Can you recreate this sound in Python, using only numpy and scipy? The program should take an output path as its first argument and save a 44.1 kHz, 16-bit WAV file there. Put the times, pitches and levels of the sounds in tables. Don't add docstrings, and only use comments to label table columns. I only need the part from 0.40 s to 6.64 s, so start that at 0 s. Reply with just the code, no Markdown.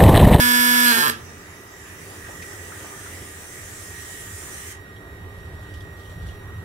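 import sys
import numpy as np
from scipy import signal
from scipy.fft import rfft, irfft, next_fast_len
from scipy.io import wavfile
from scipy.ndimage import uniform_filter1d, map_coordinates

SR = 44100
rng = np.random.default_rng(int(sys.argv[2]) if len(sys.argv) > 2 else 0)


def to_wav(sig):
    pcm = np.clip(np.atleast_2d(sig), -1, 1) * 32767
    pcm = np.round(pcm).astype(np.int16)
    wavfile.write(sys.argv[1], SR, pcm.T)


N = 275184

# (time [s], level [dB])
ARC_PULSE_LEVEL = [(0, -0.5), (.42, -.5), (.48, 1), (.55, -1), (.67, -.5), (.7, -2)]
# (start time [s], rate [pulses/s])
PULSE_RATE_STEPS = [(0, 244.85), (.456, 241), (.5155, 228.5), (.570, 179.5), (.623, 148.6), (.6665, 119.6)]
# (frequency [Hz], left level [dB], right level [dB])
ARC_PATH = [(117, -29.5, -30), (151, -35.5, -31), (187, -43, -42), (225, -28, -28.5), (250, -28.5, -31.5),
            (306, -33, -29), (348, -31.5, -33.5), (452.8, -26, -24), (460.6, -42.5, -34.5), (620, -32, -35),
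            (750, -37.5, -37.5), (892, -27.5, -22.5), (973, -22.5, -23.5), (1055, -17.5, -14.5),
            (1130, -44, -45), (1186, -15, -37), (1232, -41.5, -50), (1320, -42, -16.5), (1453, -19, -28),
            (1596, -47, -15.5), (1731, -18.5, -12), (1814, -28, -16), (2010, -46, -40),
            (2184, -30.5, -28.5), (2400, -38, -31), (2520, -33.5, -28.5), (2693, -41, -31),
            (2938, -40.5, -29.5), (3110, -24, -29), (3188, -57, -28), (3230, -30, -26.5),
            (3406, -35, -24.5), (3820, -40, -49), (3970, -29.5, -30), (4094, -22, -34), (4300, -61, -47),
            (4610, -31, -25.5), (4830, -27.5, -43), (5350, -50, -29.5), (5387, -28, -32), (5410, -39, -42),
            (6200, -38, -37.5), (6600, -40, -35), (7300, -45.5, -43.5), (8370, -32, -41), (9700, -50, -36),
            (11400, -48, -37.5), (13000, -45, -38), (15500, -50, -46)]
# (frequency [Hz], phase [rad])
LEFT_PHASE = [(0, 0), (690, -2), (1810, -3.5), (2670, -6), (3620, -8), (3880, -8.5), (4740, -10),
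              (6370, -15.5), (7320, -11.5), (7840, -18.5), (8350, -11), (8610, -13.5), (10800, -17),
              (15700, -27.5)]
# (frequency [Hz], left level [dB], right level [dB])
SIZZLE_SPECTRUM = [(100, -26, -24), (300, -42, -14), (706, -7, -27), (1240, -11, 2), (1620, -12, 6.5),
                   (2450, -2.5, -5.5), (4640, -6.5, -5), (6160, -10, -5), (7500, -14, -10.5),
                   (8600, -3, -2.5), (10100, -9, -1), (11600, -2.5, 4.5), (13400, -5.5, 2.5),
                   (15800, -8, -13)]
# (time [s], starting level [dB])
SPITS = [(0.2064, -10), (0.486, -10.5), (0.5104, -12.5), (0.5731, -23), (0.5844, -12.5), (0.607, -17),
         (0.6445, -16), (0.681, -8), (0.6976, -21)]
# (time [s], hiss level [dB], how far the nozzle is clear of the work [0-1])
GAS_FLOW = [(0.85, -49.5, 0), (1.25, -50.5, 0), (1.65, -46, 0.4), (2.6, -42, 0.64), (3, -43.5, 0.49),
            (3.3, -42, 0.76), (4.3, -39.5, 0.71)]
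# (frequency [Hz], spectral density [dB/Hz])
SHADED_JET = [(590, -46), (1000, -45), (1180, -6), (1430, -8.5), (1960, 2), (2070, -6.5), (3300, -14.5),
              (4010, -22), (5820, -8.5), (14700, -18), (15900, -18)]
# (frequency [Hz], spectral density [dB/Hz])
FREE_JET = [(590, -64), (1000, -39), (1050, -28), (1520, -13), (1830, -4), (2150, -12), (2650, -17),
            (3150, -13), (4610, -21), (6020, -10.5), (9140, -6.5), (11800, -17.5), (14900, -16.5),
            (15900, -19)]
# (frequency [Hz], spectral density [dB/Hz])
DRONE_SPECTRUM = [(12, -46), (20, -17.5), (67, -3), (86, 6), (104, 2), (124, -14.5), (178, -8.5),
                  (200, -22.5), (260, -64), (440, -120)]
# (time [s], level [dB])
DRONE_COURSE = [(.85, -48), (3, -45.5), (3.9, -42.5), (4.2, -43.5), (5.4, -37.5), (5.72, -40),
                (5.83, -34.5), (6.03, -39.5), (6.18, -34.5), (6.24, -38)]
# (frequency [Hz], spectral density [dB/Hz])
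FAN_SPECTRUM = [(70, -37), (120, -6), (150, -12), (400, -11.5), (900, -17), (1700, -16.5), (2200, -23.5),
                (3300, -26), (4000, -30.5), (5000, -38.5), (7000, -37), (11500, -35.5), (16000, -37)]
# (frequency [Hz], correlation [0-1])
FAN_LIKENESS = [(60, 0.79), (240, 1), (950, 0.54), (3770, 0.073), (15000, 0.02)]
# (frequency [Hz], level over the broad fan noise [dB], width [Hz])
FAN_HUMS = [(300.8, -13.5, 3), (395, -7, 47), (1208, -13, 20)]
# (time [s], level [dB])
FAN_COURSE = [(.85, -46.5), (1.9, -44.5), (2.5, -43), (3.1, -46.5), (6.24, -45)]
# (time [s], tooth tone level [dB], side tone level [dB])
WHINE_COURSE = [(.85, -62, -59.5), (1.7, -57.5, -60), (2.05, -46.5, -52.5), (2.5, -59, -57),
                (3.25, -55, -59), (3.5, -45, -74), (4.3, -49, -64), (5.1, -49, -63.5), (6.24, -50.5, -62.5)]
# (multiple [1], level [dB])
TOOTH_OVERTONES = [(2, -12), (3, -13.5), (4, -15.5), (5, -17.5), (6, -13), (7, -45.5)]
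# (time [s], body peak level [dB], body frequency [Hz], bright tick peak level [dB])
KNOCK_LIST = [(1.885, -31, 560, -50), (2.02, -33, 2300, -35), (2.317, -28.5, 1420, -50),
              (2.4, -35, 1520, -50), (2.44, -34, 590, -50), (2.655, -33, 1300, -43),
              (4.56, -44.5, 3300, -60), (5.337, -38, 2900, -42.5), (5.404, -41, 3380, -44),
              (5.885, -42, 2900, -57)]
# (middle time [s], level [dB], length [s])
RUSTLE_STROKES = [(5.004, -63, .25), (5.3, -57.5, 0.37), (5.68, -54, 0.21), (5.896, -55.5, .14)]
# (frequency [Hz], spectral density [dB/Hz])
CLOTH_SPECTRUM = [(800, -20), (2000, -15), (3200, 0), (5000, -9.5), (9000, -12), (16000, -22)]
# (frequency [Hz], time to fall 60 dB [s])
ROOM_T60 = [(150, 0.9), (1000, 0.29), (3000, 0.31), (12000, 0.11)]

ARC_OUT, GAS_SHUT = .701, 4.328
BURNT = SR // 5
SIZZLE_DB, SIZZLE_FALL_DB = -17.5, 10.5
SCATTER, SCATTER_GROWS = 0.2, 1.7
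TOOTH_HZ, SHAFT_HZ = 1886, 47.5
KNOCK_WIDTH_HZ, KNOCK_T60 = 550, 0.13
TICK_HZ, TICK_WIDTH_HZ, TICK_T60 = 4470, 7700, 0.084
TOP_HZ = 15790


def amp(db):
    return 10 ** (np.asarray(db) / 20)


def unit(x):
    return x / np.sqrt(np.mean(x ** 2) + 1e-20)


def along(points, hz):
    f, *columns = np.transpose(points)
    return np.array([np.interp(np.log(hz + 1), np.log(f + 1), c) for c in columns])


def curves(rows):
    times, *columns = np.transpose(rows)
    return [np.interp(np.arange(N) / SR, times, c) for c in columns]


def wobble(rate):
    knots = rng.standard_normal(int(N * rate / SR) + 4)
    return map_coordinates(knots, [np.arange(N) * rate / SR])


def filtered(x, response):
    m = next_fast_len(N + SR // 2)
    return irfft(rfft(x, m) * response(np.fft.rfftfreq(m, 1 / SR)), m)[..., :N]


def rush(spectrum, alike, patchy_db):
    z = signal.stft(rng.standard_normal((2, N)), nperseg=512)[2]
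    patches = uniform_filter1d(rng.standard_normal(z.shape[1:]), size=6, axis=0)
    patches = uniform_filter1d(patches, size=12, axis=1)
    pair = signal.istft(z * amp(patchy_db * unit(patches)), nperseg=512)[1][:, :N]

    def mid_side_response(hz):
        turn = np.arccos(np.clip(along(alike, hz)[0], -1, 1)) / 2
        return amp(along(spectrum, hz)) * [np.cos(turn), np.sin(turn)]

    mid, side = filtered(pair, mid_side_response)
    return unit(np.array([mid + side, mid - side]))


def ports(points, spread):
    def response(hz):
        db = along(points, hz)
        cepstrum = irfft(np.log(amp(db.mean(axis=0))))
        cepstrum[len(hz):] = 0
        delay = spread * np.interp(hz, np.linspace(0, SR / 2, 64), rng.uniform(0, 1, 64))
        phase = 2 * rfft(cepstrum).imag - 2 * np.pi * np.cumsum(delay) * hz[1]
        left_only = np.interp(hz, *np.transpose(LEFT_PHASE)) * [[1], [0]]
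        return amp(db) * np.exp(1j * phase + 1j * left_only)
    return response


def room(x, channels):
    hz, t, z = signal.stft(rng.standard_normal((channels, SR // 2)), SR, nperseg=256)
    decay = amp(-60 * t / along(ROOM_T60, hz)[0][:, None])
    tail = signal.istft(z * decay, SR, nperseg=256)[1]
    late = np.pad(x, ((0, 0), (300, 0)))
    return signal.fftconvolve(late, tail / np.linalg.norm(tail[0]), axes=1)[:, :N]


def pulse_train(at, size_db):
    taps = at.astype(int)[:, None] + np.arange(-12, 13)
    offset = taps - at[:, None]
    kernel = np.sinc(offset) * np.cos(offset * np.pi / 26) ** 2
    return np.bincount(taps.ravel(), (kernel * amp(size_db)[:, None]).ravel(), N)


def spatter():
    t, envelope = np.arange(SR // 50) / SR, np.zeros(N)
    for start, db in SPITS:
        envelope[BURNT + round(start * SR):][:len(t)] += amp(db - 60 * t / 0.011)
    return np.gradient(envelope * rng.standard_normal(N))


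def arc():
    def after_lead_in(x):
        return np.r_[np.full(BURNT, x[0]), x[:-BURNT]]

    pulse_db = after_lead_in(curves(ARC_PULSE_LEVEL)[0])
    starts, rates = np.transpose(PULSE_RATE_STEPS)
    step = np.searchsorted(starts, np.arange(N) / SR, 'right') - 1
    rate = after_lead_in(rates[step])
    slowed = 1 - rate / rates[0]
    scatter = SCATTER + SCATTER_GROWS * slowed
    burning = np.arange(N) < ARC_OUT * SR + BURNT

    cycles = np.cumsum(rate) / SR
    at = np.interp(np.arange(1, cycles[burning][-1]), cycles, np.arange(N))
    chance = rng.standard_normal((len(at), 3))
    at = at + scatter[at.astype(int)] * chance[:, 0]
    size_db = (0.33 + 1.1 * scatter[at.astype(int)]) * chance[:, 1]
    steps = SR / (2 * rates[0]) * amp(pulse_db) * pulse_train(at, size_db)
    buzz = filtered(steps, ports([(22, -90, -92)] + ARC_PATH, spread=.0018))

    pulse_index = np.clip(cycles.astype(int) - 1, 0, len(at) - 1)
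    flare = amp(2.9 * chance[pulse_index, 2]) * np.exp(-2.5 * (cycles % 1))
    sizzle = amp(SIZZLE_DB - SIZZLE_FALL_DB * slowed) * (0.38 + flare) * burning
    crackle = sizzle * rng.standard_normal(N) + spatter()
    hiss = filtered(crackle, ports(SIZZLE_SPECTRUM, spread=0.00102))

    buzz_tail = amp(-10.5) * room(buzz, channels=1)
    hiss_tail = amp(-2.5) * room(hiss, channels=2)
    heard = buzz + hiss + buzz_tail + hiss_tail
    return np.pad(heard[:, BURNT:], ((0, 0), (0, BURNT)))


def gas():
    hiss_db, clear = curves(GAS_FLOW)
    turn = np.clip(clear, 0, 1) * np.pi / 2
    shaded = np.cos(turn) * amp(0.5) * rush(SHADED_JET, [(1000, 0.036)], patchy_db=3.5)
    free = np.sin(turn) * rush(FREE_JET, [(1000, 0.083)], patchy_db=2.5)
    flowing = np.arange(N) < GAS_SHUT * SR
    jet = amp(hiss_db + 0.28 * wobble(5.4)) * flowing * (shaded + free) * amp([[-1.2], [1.2]])
    return jet + amp(-2) * room(jet, channels=2)


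def drone():
    level = amp(curves(DRONE_COURSE)[0] + 2.0 * wobble(6.3))
    return level * rush(DRONE_SPECTRUM, [(60, 0.98)], patchy_db=0.06) * amp([[-.9], [.9]])


def fans():
    noise = rush(FAN_SPECTRUM, FAN_LIKENESS, patchy_db=1.62) * amp([[-.7], [.7]])
    for hz, db, width in FAN_HUMS:
        band = [(1, -120), (hz - 3 * width, -40), (hz - width / 2, -3), (hz, 0),
                (hz + width / 2, -3), (hz + 3 * width, -40), (SR, -120)]
        noise = noise + amp(db) * rush(band, FAN_LIKENESS, patchy_db=1.5)
    return amp(curves(FAN_COURSE)[0]) * np.array([np.roll(noise[0], -8), noise[1]])


def pump():
    tone_db, side_db = curves(WHINE_COURSE)
    t = np.arange(N) / SR
    tooth = 2 * np.pi * TOOTH_HZ * t + 0.59 * np.cumsum(wobble(6)) * 6 / SR
    shaft = 2 * np.pi * SHAFT_HZ * t
    throb = 1 + .2 * np.cos(shaft + 1.5)
    out = []
    for port_db, drift in ((-8.0, 1.66), (6.0, 0.066)):
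        tone = amp(tone_db + 1.2 * wobble(8)) * np.sin(tooth + drift * wobble(1.51))
        sides = np.zeros(N)
        for k, db in [(-2, -0.5), (-1, -16), (1, 4), (2.2, -9)]:  # (shaft multiple, dB)
            sides += amp(db + 1.9 * wobble(4.93)) * np.sin(tooth + k * shaft + 1.8 * wobble(2.64))
        uneven = tooth + 0.33 * np.sin(shaft + 1.7) + 0.29 * wobble(36)
        overtones = np.zeros(N)
        for k, db in TOOTH_OVERTONES:
            phase = k * uneven + 0.47 * drift * wobble(1.45)
            overtones += amp(db + 0.91 * wobble(3.94)) * np.sin(phase)
        out.append(amp(port_db) * (tone + amp(side_db) * sides) + amp(-51.5) * throb * overtones)
    return np.array(out)


def struck(hz, width, t60):
    t = np.arange(SR // 5) / SR
    mid, side = rng.standard_normal((2, len(t))) * [[1], [.6]]
    envelope = amp(-60 * t / t60) * (1 - np.exp(-t / 0.0021))
    burst = np.array([mid + side, mid - side]) * envelope
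    peak = signal.iirpeak(hz, hz / width, SR)
    ring = signal.lfilter(*peak, signal.lfilter(*peak, burst))
    return ring / np.abs(ring).max()


def knocks():
    out = np.zeros((2, N + SR))
    for start, body_db, body_hz, tick_db in KNOCK_LIST:
        body_t60 = KNOCK_T60 * np.sqrt(1000 / max(body_hz, 1000))
        body = amp(body_db) * struck(body_hz, KNOCK_WIDTH_HZ, body_t60)
        tick = amp(tick_db) * struck(TICK_HZ, TICK_WIDTH_HZ, TICK_T60)
        first = round(start * SR)
        out[:, first:first + body.shape[1]] += body + tick
    return out[:, :N]


def rustle():
    t, strokes = np.arange(N) / SR, np.zeros(N)
    for middle, db, length in RUSTLE_STROKES:
        strokes += amp(db) * np.exp(-(2 * (t - middle) / length) ** 2)
    grains = amp(2.3 * wobble(60))
    return strokes * grains * rush(CLOTH_SPECTRUM, [(1000, 0.092)], patchy_db=2.0)


def scene():
    return arc() + gas() + drone() + fans() + pump() + knocks() + rustle()


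def record(dry):
    return filtered(dry, lambda hz: 1 / (1 + (hz / TOP_HZ) ** 600))


dry = scene()
out = record(dry)
to_wav(out)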